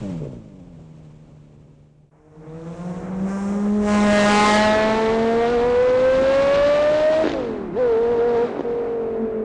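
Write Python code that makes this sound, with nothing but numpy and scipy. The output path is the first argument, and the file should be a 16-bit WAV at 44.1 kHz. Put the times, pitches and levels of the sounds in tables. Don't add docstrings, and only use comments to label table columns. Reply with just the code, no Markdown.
import sys
import numpy as np
from scipy import signal
from scipy.fft import rfft, irfft, next_fast_len
from scipy.io import wavfile
from scipy.ndimage import uniform_filter1d, map_coordinates

SR = 44100
rng = np.random.default_rng(int(sys.argv[2]) if len(sys.argv) > 2 else 0)


def to_wav(sig):
    pcm = np.clip(np.atleast_2d(sig), -1, 1) * 32767
    pcm = np.round(pcm).astype(np.int16)
    wavfile.write(sys.argv[1], SR, pcm.T)


def convert_level_to_amplitude(level_db):
    exponent = np.asarray(level_db, float) / 20
    return 10 ** exponent


N = 416304
FLOORED_S, PASS_S = 3.27, 4.56

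# (time [s], level [dB])
PARKED_LEVEL = [
    (0, -23),
    (.15, -28),
    (.26, -33),
    (.47, -42.5),
    (1.1, -44),
    (1.55, -47),
    (1.86, -51.5),
    (2.09, -58.5),
]
# (frequency [Hz], width [Hz], level [dB])
TAILPIPE_MODES = [(107, 90, -5), (153.8, 48.5, 4.5), (266, 65, -1), (372, 71, -5), (466, 102, -7),
                  (603, 80, -6.5)]
# (firing rate [Hz], size [0-1])
WEAK_BANK_SIZE = [(43, 0.88), (63, 0.1)]
# (frequency [Hz], density [dB per Hz])
IDLE_RUMBLE_SPECTRUM = [(12, -26), (20, -1), (97, -6), (151, -5.5), (189, -13.5), (444, -17), (555, -19.5),
                        (1200, -40.5), (1560, -59), (2640, -120)]
# (frequency [Hz], density [dB per Hz])
IDLE_HISS_SPECTRUM = [(470, -35), (800, 0.5), (1520, -10.5), (2040, -13), (2250, -10), (3160, -14),
                      (4850, -20), (7580, -19), (10200, -35), (13300, -77), (22000, -120)]
# (time [s], peak level [dB])
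BURBLE_BURNS = [(0.219, -20.5), (0.231, -21), (0.238, -26), (0.253, -21), (0.268, -20.5), (0.331, -27),
                (0.365, -30)]
# (frequency [Hz], width [Hz], level [dB])
BURBLE_MODES = [(175, 53, -4), (271, 40, -1.5), (440, 95, 1.5), (627, 66, -5)]
# (time [s], frequency [Hz], level [dB])
ECHO_PATH = [(2.1, 147.3, -91), (2.274, 155.3, -58.5), (2.604, 161.9, -46.5), (3.222, 164.8, -44.5),
             (3.39, 183.1, -59), (3.466, 177, -46.5), (3.6, 183.6, -41.5)]
# (multiple [-], level [dB])
ECHO_HARMONICS = [(1, 6), (2, -3), (3, 1), (4, -7.5), (5, -16)]
# (time [s], firing rate of one bank [Hz])
BANK_RATE = [(2.119, 153.4), (2.43, 153), (2.73, 172.3), (3.36, 196.6), (3.75, 208.2), (4.28, 206.4),
             (4.779, 215.3), (5.32, 229.3), (6.09, 259.6), (6.69, 290.1), (7.235, 319), (7.725, 168),
             (7.795, 258.6), (7.945, 222.8), (8.031, 233.7), (8.331, 237.7), (8.791, 235.6), (9.44, 218)]
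# (time [s], swing [Hz], decay [s])
DRIVELINE_JOLTS = [(5.479, 6, 0.17), (8.072, 5, 0.25), (8.351, -10, 0.061)]
# (time [s], gas level [dB], nearer bank's note over it [dB],
# both banks' note over it [dB], bite of the pipes [dB])
ROAD_LEVELS = [(2.12, -59.5, -1, -8, -32), (2.5, -45.5, 4.5, 0, -21.5), (2.8, -38, 9, -9.5, -21),
               (3.35, -32.5, 8.5, -7, -26.5), (3.8, -32.5, 12.5, 5.5, -23), (3.95, -26.5, 10.5, 0.5, -12),
               (4.2, -18.5, 5, 4.5, -12), (4.5, -18.5, 3.5, 2, -7.5), (4.8, -22, -1, 1, -12.5),
               (5.3, -26, 3, 7, -16), (5.8, -25.5, -7, 9.5, -16.5), (6.55, -22.5, -7.5, 8.5, -12.5),
               (7.3, -26.5, -6, 9, -14), (7.72, -34.5, -6.5, 9, -33), (7.82, -28.5, -4.5, 11.5, -21),
               (8.43, -27.5, -9, 10, -22), (8.6, -31.5, -10, 7.5, -25), (9.44, -36, 0, 10.5, -35)]
# (time [s], level [dB], width [s])
BITE_SPURTS = [(3.1, -6, 0.096), (3.89, 3.5, 0.025), (5.47, 3, .09), (7.3, 1, 0.041), (7.79, 4.5, .03),
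               (8.4, 4.5, .06)]
# (start [s], end [s], loss of note [dB], loss of rasp [dB], skips over the gas [dB])
THROTTLE_LIFTS = [
    (7.247, 7.326, 16, 8, -22),
    (7.305, 7.756, 7.5, 16, -5),
    (8.468, 8.631, 23, 13, -17),
]
# (frequency [Hz], level [dB])
PIPE_COLOUR = [(450, 7.5), (560, -5), (640, 8), (720, 6), (800, 0.5), (900, 0.5), (1300, -7)]
# (time [s], level [dB], width [s])
ROAD_CANCELS = [
    [(2.79, -13, 0.029), (2.94, -6, 0.021), (7.93, -18, .05)],
    [(4.66, -8, .07)],
    [(3.62, -8, 0.27), (4.17, 4.5, 0.11), (4.39, -11, 0.077), (5.51, -11, 0.024), (6.02, -15, 0.096)],
    [(2.5, -13, 0.47), (5.53, -13, 0.057), (6.2, -4.5, 0.24), (7.1, -7.5, .2)],
]
# (frequency [Hz], level [dB])
RASP_SPECTRUM = [(410, -24), (700, 9), (1060, 6.5), (1680, -6), (2150, -16.5), (3120, -29.5), (3670, -36),
                 (7000, -50.5), (11700, -63), (19800, -120)]
# (multiple of engine cycle [-], level [dB])
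CYCLE_HARMONICS = [(1, -25.5), (2, -37), (3, -44), (4, -35), (5, -13), (6, -24.5), (7, -39), (8, -16),
                   (9, -9.5), (10, 0), (11, -15), (12, -18), (13, -19.5), (14, -23.5), (15, -19),
                   (16, -22.5), (17, -31)]
# (frequency [Hz], density [dB per Hz])
BOOM_SPECTRUM = [(150, -40), (215, 2.5), (243, 6.5), (275, 9.5), (400, -56.5)]
# (multiple of engine cycle [-], level [dB])
MISFIRE_HARMONICS = [(6, 1), (8, -3), (12, -9.5), (14, -18.5)]
# (frequency [Hz], density [dB per Hz])
JET_SPECTRUM = [(500, -38.5), (1500, 10.5), (2500, 7), (4000, 4.5), (7000, -12.5), (10000, -53.5),
                (13000, -56.5)]
# (frequency [Hz], density [dB per Hz])
ROAR_SPECTRUM = [(60, -42.5), (120, -3.5), (190, -3.5), (240, -0.5), (300, -2.5), (450, -2.5), (700, -4.5),
                 (1200, -10.5), (2500, -24), (5000, -54.5)]
# (frequency [Hz], density [dB per Hz])
INTAKE_SPECTRUM = [(3000, -41), (5500, -0.5), (7500, -0.5), (10000, -13), (13000, -55)]
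# (start [s], end [s], delay at start [ms], share [-])
KERB_REFLECTIONS = [
    (3.84, 4.29, .46, .6),
    (4.27, 4.85, .47, 1),
]
# (frequency [Hz], density [dB per Hz])
WIND_SPECTRUM = [(10, -14), (30, 2.5), (60, -4), (110, -5.5), (200, -73)]
# (time [s], level [dB], width [s])
WIND_GUSTS = [(3.19, 9, 0.054), (3.95, 10, .25), (4.65, 3, .08), (5.6, 4.5, 0.22), (6.2, 5.5, 0.35),
              (6.63, 6.5, .05), (8.52, -18, .08), (9, -4.5, 0.34)]
# (time [s], peak level [dB], crack level [dB])
LATE_BURNS = [(7.24, -7, -35), (7.253, -7, -26), (7.262, -11, -24), (7.273, -7, -21), (7.295, -20, -9),
              (7.318, -21, -6.5), (7.337, -25, -6.5), (7.356, -23, -31), (8.526, -26, -29),
              (8.548, -23, -27), (8.569, -16.5, -35), (8.593, -13.5, -31), (8.607, -14, -26)]
# (frequency [Hz], width [Hz], level [dB])
BANG_MODES = [(324, 110, 10), (600, 400, 4)]


def unit(x):
    return x / np.sqrt(np.mean(x ** 2) + 1e-20)


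def along(points, hz):
    f, v = np.transpose(points)
    return np.interp(np.log(hz + 1), np.log(f + 1), v)


def curves(rows):
    s, *cols = np.transpose(rows)
    return [np.interp(np.arange(N) / SR, s, c) for c in cols]


def sounding(rows):
    t = np.arange(N) / SR
    inside = (t >= rows[0][0] - .006) & (t <= rows[-1][0] + .007)
    return uniform_filter1d(1. * inside, size=441)


def wobble(rate):
    knots = rng.standard_normal(int(N * rate / SR) + 4)
    return map_coordinates(knots, [np.arange(N) * rate / SR], order=1)


def bumps(rows):
    t = np.arange(N) / SR
    return sum(db * np.exp(-((t - s) / width) ** 2) for s, db, width in rows)


def filtered(x, response):
    m = next_fast_len(N + SR // 2)
    return irfft(rfft(x, m) * response(np.fft.rfftfreq(m, 1 / SR)), m)[..., :N]


def resonances(modes):
    def response(f):
        return sum((-1) ** k * convert_level_to_amplitude(db) * 1j * f * w / (c * c - f * f + 1j * f * w)
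                   for k, (c, w, db) in enumerate(modes))
    return response


def noise(spectrum, gate=1):
    return unit(filtered(gate * rng.standard_normal(N), lambda hz: convert_level_to_amplitude(along(spectrum, hz))))


def tones(turns, levels, flutter_db, rate):
    total = np.zeros(N)
    for k, db in levels:
        gain = convert_level_to_amplitude(db + flutter_db * wobble(rate)) * np.sqrt(2)
        total += gain * np.cos(2 * np.pi * round(k) * turns + wobble(rate / 2))
    return total


def blows(rows, gain_db, soft_hz):
    x = np.zeros(N)
    for s, db, *_ in rows:
        x[round(s * SR)] = -convert_level_to_amplitude(db + gain_db)
    return filtered(x, lambda hz: 1 / (1 + 1j * hz / soft_hz) ** 2)


def parked():
    t = np.arange(N) / SR
    blip = np.exp(-(t / .31) ** 1.15)
    bank_hz = 37.1 + (107.8 - 37.1) * blip
    exhaust_db, = curves(PARKED_LEVEL)
    firing = np.floor(np.cumsum(2 * bank_hz) / SR + 0.046 * wobble(60)).astype(int)
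    firing = np.maximum.accumulate(firing).clip(0)
    cylinder = convert_level_to_amplitude(rng.normal(0, .8, 10))[firing % 10]
    bank = np.where(firing % 2, along(WEAK_BANK_SIZE, bank_hz), 1)
    size = cylinder * bank * convert_level_to_amplitude(0.62 * rng.standard_normal(firing[-1] + 1)[firing])
    pulses = filtered(np.diff(firing, prepend=0) * size, lambda hz: resonances(TAILPIPE_MODES)(hz) ** 2)
    power = np.abs(uniform_filter1d(pulses ** 2, size=SR // 8))
    pulses = (1 - np.exp(-t / 0.041)) * pulses / np.sqrt(power + 1e-12)
    rumble = convert_level_to_amplitude(-4.0 + 2.6 * wobble(13.7)) * noise(IDLE_RUMBLE_SPECTRUM)
    hiss = convert_level_to_amplitude(-19.5 - 5.5 * blip + wobble(60)) * noise(IDLE_HISS_SPECTRUM)
    exhaust = convert_level_to_amplitude(exhaust_db) * (pulses + hiss) + convert_level_to_amplitude(np.minimum(exhaust_db, -33)) * rumble
    burble = filtered(blows(BURBLE_BURNS, gain_db=38, soft_hz=600), resonances(BURBLE_MODES))
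    return sounding(PARKED_LEVEL) * exhaust + burble


def building():
    hz, db = curves(ECHO_PATH)
    echo = tones(np.cumsum(hz) / SR, ECHO_HARMONICS, flutter_db=3, rate=45)
    return sounding(ECHO_PATH) * convert_level_to_amplitude(db) * echo


def crank():
    t, shudder_hz = np.arange(N) / SR, 6.3
    s, hz = np.transpose(BANK_RATE)
    bank_hz = np.exp(np.interp(t, s, np.log(hz)))
    for start, swing_hz, dies_s in DRIVELINE_JOLTS:
        since = np.maximum(t - start, 0)
        bank_hz = bank_hz + swing_hz * np.sin(2 * np.pi * shudder_hz * since) * np.exp(-since / dies_s)
    return bank_hz


def exhaust_note(turns, bank_hz, side_db, both_db, bite_db, note_loss, gone_s):
    t = np.arange(N) / SR
    laden = sounding([(THROTTLE_LIFTS[1][1],), (THROTTLE_LIFTS[2][0],)])
    third_db = 1 + 0.5 * bite_db + 0.52 * side_db + along(PIPE_COLOUR, 3 * bank_hz)
    fourth_db = 12 + bite_db + along(PIPE_COLOUR, 4 * bank_hz)
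    tone_db = [side_db, both_db - note_loss,
               third_db - 1.2 * note_loss + 3 * laden, fourth_db - 1.1 * note_loss + laden]
    flutter_db = [1.6 + .6 * gone_s + 2 * (t < FLOORED_S), 1.4, 1.5, 1.2]
    fading_db, lag_rad = [1.1, 0.39, 1.7, 0.78], [0.18, 1.12, 2.64, 3.52]
    note = np.zeros(N)
    for k in range(4):
        level_db = tone_db[k] + bumps(ROAD_CANCELS[k])
        level_db = level_db + flutter_db[k] * wobble(25) + fading_db[k] * wobble(9)
        note += convert_level_to_amplitude(level_db) * np.cos(2 * np.pi * (k + 1) * turns + lag_rad[k])
    return np.sqrt(2) * note


def exhaust_rasp(turns, bank_hz, bite_db, throttle_db, rasp_loss, gone_s):
    rasp_db = 9.5 + 1.28 * bite_db + uniform_filter1d(throttle_db, size=SR // 12) - rasp_loss
    rasp_db = rasp_db + 6 * np.clip(gone_s - .6, 0, 1)
    odd_db = np.maximum(-2 - 8 * np.maximum(gone_s - .5, 0), -12)
    tilt_db = 1 + .25 * np.maximum(throttle_db, 0)
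    rasp = np.zeros(N)
    for k in range(5, 28):
        gain = convert_level_to_amplitude(along(RASP_SPECTRUM, k * bank_hz[::64]) + tilt_db[::64] * np.log2(k / 9))
        gain = np.interp(np.arange(N), np.arange(0, N, 64), gain)
        flutter = convert_level_to_amplitude(k % 2 * odd_db + 1.6 * wobble(12) + 2.2 * wobble(60))
        rasp += gain * flutter * np.sin(2 * np.pi * k * turns + .3 * wobble(20))
    return convert_level_to_amplitude(rasp_db) * rasp


def cylinder_throb(turns):
    t = np.arange(N) / SR
    unequal = [(k, db) for k, db in CYCLE_HARMONICS if round(k) % 5]
    throb = tones(turns / 5, unequal, flutter_db=1.5, rate=12) + convert_level_to_amplitude(-12.5) * noise(BOOM_SPECTRUM)
    return convert_level_to_amplitude(-15.5 + 3.5 * (t - 3.5) + 3.5 * (t > THROTTLE_LIFTS[2][1])) * throb


def misfires(turns, shut):
    level = sum(gate * convert_level_to_amplitude(row[4]) for gate, row in zip(shut, THROTTLE_LIFTS))
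    return level * tones(turns / 5, MISFIRE_HARMONICS, flutter_db=3.5, rate=45)


def gas_noise(turns, bite_db):
    t = np.arange(N) / SR
    puff = .45 + np.exp(-4.5 * (turns % 1))
    jet = convert_level_to_amplitude(bite_db + 2.0 + 1.2 * wobble(40)) * noise(JET_SPECTRUM, puff)
    uneven_db = 2 * (t < FLOORED_S + .3) * wobble(18)
    return jet + convert_level_to_amplitude(-3.5 + 1.3 * wobble(30) + uneven_db) * noise(ROAR_SPECTRUM)


def intake(bite_db, throttle_db, gone_s):
    level_db = -9.5 + 0.37 * uniform_filter1d(throttle_db, size=SR // 20) + 0.57 * bite_db
    level_db = level_db - 9.5 * (1 - np.exp(-gone_s / 0.062)) - 0.5 * gone_s
    return convert_level_to_amplitude(level_db + 1.2 * wobble(6.4)) * noise(INTAKE_SPECTRUM)


def kerb(x):
    t = np.arange(N) / SR
    treble = filtered(x, lambda hz: hz ** 4 / (hz ** 4 + 1400 ** 4))
    for start, end, first_ms, share in KERB_REFLECTIONS:
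        late_ms = np.clip(first_ms + 1.05 * (t - start), 0, 1.1)
        u = np.clip((t - start) / (end - start), 0, 1)
        fade = np.clip(8 * u, 0, 1) * np.sqrt(1 - u ** 2)
        copy = map_coordinates(treble, [np.arange(N) - late_ms * SR / 1000], order=1)
        x = x - share * fade * copy
    return x


def driving():
    t, bank_hz = np.arange(N) / SR, crank()
    gas_db, side_db, both_db, bite_db = curves(ROAD_LEVELS)
    bite_db = bite_db + bumps(BITE_SPURTS)
    gone_s = np.maximum(t - PASS_S, 0)
    shut = [sounding([(start,), (end,)]) for start, end, *_ in THROTTLE_LIFTS]
    note_loss = sum(gate * row[2] for gate, row in zip(shut, THROTTLE_LIFTS))
    rasp_loss = sum(gate * row[3] for gate, row in zip(shut, THROTTLE_LIFTS))
    note_loss = uniform_filter1d(note_loss, size=SR // 40)
    turns = np.cumsum(bank_hz + 0.587 * wobble(40) + 2.5 * sum(shut) * wobble(50)) / SR
    surge_db = 16.5 * np.exp(-np.abs(t - FLOORED_S) / 0.46)
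    throttle_db = np.where(t < FLOORED_S, -2.5, surge_db)
    throttle_db = throttle_db - 15 * (t > THROTTLE_LIFTS[0][0])
    note = exhaust_note(turns, bank_hz, side_db, both_db, bite_db, note_loss, gone_s)
    rasp = exhaust_rasp(turns, bank_hz, bite_db, throttle_db, rasp_loss, gone_s)
    engine = note + cylinder_throb(turns) + misfires(turns, shut)
    engine = engine + kerb(rasp + gas_noise(turns, bite_db)) + intake(bite_db, throttle_db, gone_s)
    return -sounding(ROAD_LEVELS) * convert_level_to_amplitude(gas_db) * engine


def wind():
    level_db = -40.5 + 0.67 * (curves(ROAD_LEVELS)[0] + 30) + bumps(WIND_GUSTS) + 0.64 * wobble(13)
    return sounding(ROAD_LEVELS) * convert_level_to_amplitude(level_db) * noise(WIND_SPECTRUM)


def pops():
    cracks, t = np.zeros(N + SR), np.arange(SR // 20) / SR
    for s, db, crack_db in LATE_BURNS:
        crack = convert_level_to_amplitude(db + crack_db + 3 - 60 * t / 0.019) * rng.standard_normal(len(t))
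        cracks[round(s * SR):][:len(t)] += crack
    thumps = filtered(blows(LATE_BURNS, gain_db=30.5, soft_hz=950), resonances(BANG_MODES))
    return thumps + filtered(cracks[:N], lambda hz: convert_level_to_amplitude(along(JET_SPECTRUM, hz)))


def scene():
    hiss = convert_level_to_amplitude(-83) * rng.standard_normal(N)
    return (parked() + building() + driving() + wind() + pops() + hiss)[None]


def low_pass(x):
    return signal.sosfilt(signal.butter(12, 10370, fs=SR, output="sos"), x)


def record(dry):
    x = dry * convert_level_to_amplitude(0.5) * np.clip((N - np.arange(N)) / (SR / 1000), 0, 1)
    x = x / (1 + np.abs(x / np.where(x > 0, .28, .25)) ** 3.5) ** (1 / 3.11)
    x = filtered(x, lambda hz: (1j * hz + 8) / (55 + 1j * hz) / (1 + (hz / 10300) ** 40))
    return low_pass(x)


dry = scene()
out = record(dry)
to_wav(out)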